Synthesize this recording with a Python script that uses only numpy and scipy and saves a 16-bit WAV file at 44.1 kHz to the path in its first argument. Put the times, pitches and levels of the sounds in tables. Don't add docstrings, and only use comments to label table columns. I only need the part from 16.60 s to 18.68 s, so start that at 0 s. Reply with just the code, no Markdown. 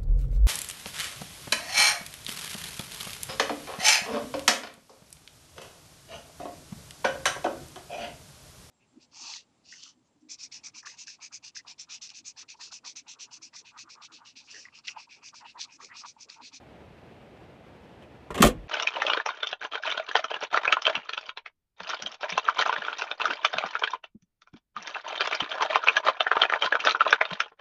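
import sys
import numpy as np
from scipy import signal
from scipy.fft import rfft, irfft
from scipy.io import wavfile

SR = 44100
rng = np.random.default_rng(int(sys.argv[2]) if len(sys.argv) > 2 else 0)


def dump(signal):
    limited = np.clip(np.atleast_2d(signal).T, -1, 1)
    pcm = np.round(limited * 32767).astype(np.int16)
    wavfile.write(sys.argv[1], SR, pcm)


def makeup_ratio(level_db):
    decades = np.asarray(level_db, float) / 20
    return 10 ** decades


N = 91639

# start in [s], crack level in [dB], latch ring level in [dB],
# door ring level in [dB], chatter decay in [ms].
CONTACTS = [(0.676, -81, -68, -47, 8.1), (1.35, -60.5, -79, -72, 8.5), (1.422, -50.5, -56, -74, 19),
            (1.7054, -33, -30.5, -38, 10), (1.7442, -27.5, -19.5, -27.5, 4.5),
            (1.753, -24, -50.5, -31.5, 8), (1.762, -57.5, -26, -26, 6), (1.778, -22, -16.5, -19, 15),
            (1.8043, -19, -16.5, -41.5, 9.7), (1.8216, -1, -12.5, -16, 6.5), (1.8255, -7.5, -4.5, -16.5, 3),
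            (1.835, -11.5, -8, -9, 7.8), (1.8476, -10, -37.5, -17.5, 5.2), (1.858, -12, -42, -21.5, 14),
            (1.870, -14.5, -23.5, -26, 8), (1.883, -50, -53, -48, 3.5), (1.9, -34.5, -51, -36.5, 7.4)]
# frequency in [Hz], level in [dB], t60 in [s].
LATCH_MODES = [(975, -6, 0.012), (1072, -3, 0.029), (1240, -4.5, 0.019), (1330, -8, 0.014),
               (1640, -11, 0.02), (1768, -21.5, 0.06), (2160, -11.5, .025), (2516, -19.5, 0.027),
               (2830, -20, 0.012), (3076, -22, .018), (3415, -16, 0.011)]
# frequency in [Hz], level in [dB], t60 in [s].
DOOR_MODES = [(166.5, -3, 0.035), (214, -16.5, 0.15), (282, -0.5, 0.058), (307.5, -4.5, 0.06),
              (357, -10, 0.035), (410.4, -3, 0.056), (444, -4, 0.091), (499, -4.5, .05), (592, -3, 0.018),
              (689, -3, 0.04), (853, -14, 0.04)]
# frequency in [Hz], density in [dB per Hz].
CRACK_SPECTRUM = [(300, -10), (1500, 0), (2300, 5), (3400, 1.5), (4800, -4.5), (7300, -1), (10500, -4),
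                  (15500, -11.5), (16500, -58.5)]
# start in [s], level in [dB], frequency in [Hz], t60 in [s].
SNAPS = [(1.425, -46, 3050, .012), (1.426, -50, 1900, .012), (1.438, -50, 2480, .025),
         (1.706, -33, 620, .03), (1.7055, -33, 1320, .02), (1.713, -33, 1850, .015),
         (1.7047, -24, 1014, 0.018), (1.7047, -30, 442, 0.05), (1.7045, -39, 170.6, 0.11),
         (1.760, -34, 169, 0.024), (1.78, -25.5, 1192, 0.022), (1.8262, -11, 1240, 0.025),
         (1.8278, -11, 1240, 0.015), (1.8275, -9, 1072, 0.027), (1.778, -32, 3100, .02),
         (1.838, -12, 500, .05), (1.852, -13, 500, .04), (1.833, -20, 3200, .02), (1.876, -20, 500, .035),
         (1.869, -24, 3300, .015), (1.829, -11, 280.8, 0.069), (1.837, -19, 214, .1),
         (1.847, -21.5, 601, 0.064), (1.868, -12.5, 445, 0.045)]
# frequency in [Hz], level in [dB].
PUFF_MODES = [(208, -11.5), (400, -21)]
# start in [s], rise in [s], t60 in [s], level in [dB],
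# frequency in [Hz].
HEAVES = [(1.708, .015, .15, -41, 52), (1.742, .012, .15, -39, 78), (1.834, .03, .12, -18.5, 47),
          (1.834, .012, .1, -30, 72), (1.9, .015, .15, -35, 250), (1.815, .015, .35, -29, 136),
          (1.895, .02, .12, -37, 42), (1.915, .012, .12, -38, 140), (1.955, .04, .25, -38, 46),
          (1.94, .015, .2, -44, 105), (1.93, .02, .3, -44, 314), (1.94, .02, .3, -44, 165),
          (2.03, .015, .1, -46, 90)]
# frequency in [Hz], density in [dB].
ROOM_TONE_SPECTRUM = [(22, -34), (70, -2), (250, -6), (700, -9), (1150, -19), (2600, -22), (6500, -41.5),
                      (13000, -51.5), (16000, -59)]

CHATTER_PER_S, CHATTER_RISE_MS, SIZE_SPREAD_DB, STRIKE_SPREAD_DB = 5000, 0.95, 0, 2.5
GENTLE_BELOW_DB, GENTLE_CUT_HZ = -15.5, 7000
SNAP_CUT_PER_PITCH = 2.44
PANEL_CUT_HZ = 145
SEAL_S, SEAL_RISE_S, SEAL_HOLD_S, SEAL_FALL_S = 1.8039, 0.002, 0.0075, 0.003
CABIN_T60_S, BRIGHT_T60_S, FIRST_ECHO_S, CABIN_DB = 0.15, 0.09, 0.003, -8
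ROOM_TONE_DB = -52.5


def ring(clicks, hz, t60_s):
    r = makeup_ratio(-60 / (t60_s * SR))
    w = 2 * np.pi * hz / SR
    return signal.lfilter([0, np.sin(w)], [1, -2 * r * np.cos(w), r * r], clicks + 1e-18)


def soft(x, cut_hz):
    r = np.exp(-2 * np.pi * cut_hz / SR)
    return signal.lfilter([(1 - r) ** 2], [1, -2 * r, r * r], x)


def coloured(x, points):
    hz, db = np.transpose(points)
    grid_hz = np.maximum(np.arange(4097) * SR / 8192, 1)
    log_gain = np.interp(np.log(grid_hz), np.log(hz), db) * np.log(10) / 20
    cepstrum = irfft(log_gain)
    cepstrum[1:4096] *= 2
    cepstrum[4097:] = 0
    impulse = irfft(np.exp(rfft(cepstrum)))
    return signal.fftconvolve(x, impulse)[:N]


def chatter():
    t = np.arange(2048) / SR
    draws = rng.random((len(CONTACTS), 3, len(t)))
    sizes = makeup_ratio(-SIZE_SPREAD_DB * np.log(draws[:, 0] * 0.99 + 0.01))
    signs = np.sign(draws[:, 1] - 0.5)
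    swarms = sizes * signs * (draws[:, 2] < CHATTER_PER_S / SR)
    swarms = swarms * (1 - np.exp(-(t + 2 / SR) * 1e3 / CHATTER_RISE_MS))
    swarms[:, 0] = -0.8
    decay_s = np.array(CONTACTS)[:, 4:] / 1000
    swarms = swarms * np.exp(-t / decay_s)
    return swarms / np.sqrt(np.sum(swarms ** 2, axis=1, keepdims=True))


def placed(swarms, db):
    out = np.zeros(N + SR)
    for row, swarm, gain in zip(CONTACTS, swarms, makeup_ratio(db)):
        i = int(row[0] * SR)
        out[i:i + len(swarm)] += gain * swarm
    return out[:N]


def struck(swarms, db, modes):
    spread_db = STRIKE_SPREAD_DB * rng.standard_normal((len(CONTACTS), len(modes)))
    out = np.zeros(N)
    for k, (hz, level_db, t60_s) in enumerate(modes):
        clicks = placed(swarms, db + level_db + spread_db[:, k])
        out += (-1) ** k * ring(clicks, hz, t60_s)
    return out


def door():
    swarms = chatter()
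    _, crack_db, latch_db, door_db, _ = np.array(CONTACTS).T
    gentle = crack_db[:, None] < GENTLE_BELOW_DB
    crack_swarms = np.where(gentle, soft(swarms, GENTLE_CUT_HZ) * makeup_ratio(3), swarms)
    crack = coloured(placed(crack_swarms, crack_db + 14), CRACK_SPECTRUM)
    latch = struck(swarms, latch_db - 6, LATCH_MODES)
    panel = struck(swarms, door_db - 6, DOOR_MODES)
    return crack + latch + panel


def snaps():
    out = np.zeros(N)
    for start_s, db, hz, t60_s in SNAPS:
        click = -makeup_ratio(db) * (np.arange(N) == int(start_s * SR))
        out += ring(soft(click, SNAP_CUT_PER_PITCH * hz), hz, t60_s)
    return out


def seal():
    t = np.arange(N) / SR - SEAL_S
    rise = np.clip(t / SEAL_RISE_S, 0, 1)
    fall = np.exp(-np.maximum(t - SEAL_RISE_S - SEAL_HOLD_S, 0) / SEAL_FALL_S)
    swing = sum(makeup_ratio(db) * np.sin(2 * np.pi * hz * t) for hz, db in PUFF_MODES)
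    return -rise * fall * swing


def cabinet():
    out = np.zeros(N)
    for start_s, rise_s, t60_s, db, hz in HEAVES:
        t = np.maximum(np.arange(N) / SR - start_s, 0)
        swell = np.sin(np.pi / 2 * np.minimum(t / rise_s, 1)) ** 2
        decay = makeup_ratio(db - 60 * np.maximum(t - rise_s, 0) / t60_s)
        out += swell * decay * np.sin(2 * np.pi * hz * t)
    return out


def cabin(x):
    t = np.arange(SR // 2) / SR
    noise = soft(rng.standard_normal(len(t)), 11600)
    low = soft(noise, 2600)
    high = noise - low
    tail = low * makeup_ratio(-60 * t / CABIN_T60_S) + high * makeup_ratio(-60 * t / BRIGHT_T60_S)
    tail = tail * (t > FIRST_ECHO_S)
    return signal.fftconvolve(x, tail / np.sqrt(np.sum(tail ** 2)))[:N]


def rms_one(x):
    return x / np.sqrt(np.mean(x ** 2) + 1e-20)


def drift(rate_hz):
    r = np.exp(-2 * np.pi * rate_hz / SR)
    wander = signal.lfilter([1], [1, -2 * r, r * r], rng.standard_normal(N + SR))
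    return rms_one(wander[SR:])


def room_tone():
    level_db = ROOM_TONE_DB + 0.69 * drift(17)
    noise = rms_one(coloured(rng.standard_normal(N), ROOM_TONE_SPECTRUM))
    return makeup_ratio(level_db) * noise


def scene():
    panel_cut = signal.butter(4, PANEL_CUT_HZ, "high", fs=SR, output="sos")
    hits = signal.sosfilt(panel_cut, door() + snaps())
    mix = hits + seal() + makeup_ratio(CABIN_DB) * cabin(hits) + cabinet() + room_tone()
    return mix[None]


def band_limit(x):
    return signal.sosfilt(signal.butter(12, 16460, fs=SR, output="sos"), x)


def record(dry):
    rounded = 0.82 * np.tanh(dry / 0.69)
    top_cut = signal.cheby2(10, 60, 16700, fs=SR, output="sos")
    return band_limit(signal.sosfilt(top_cut, rounded))


dry = scene()
out = record(dry)
dump(out)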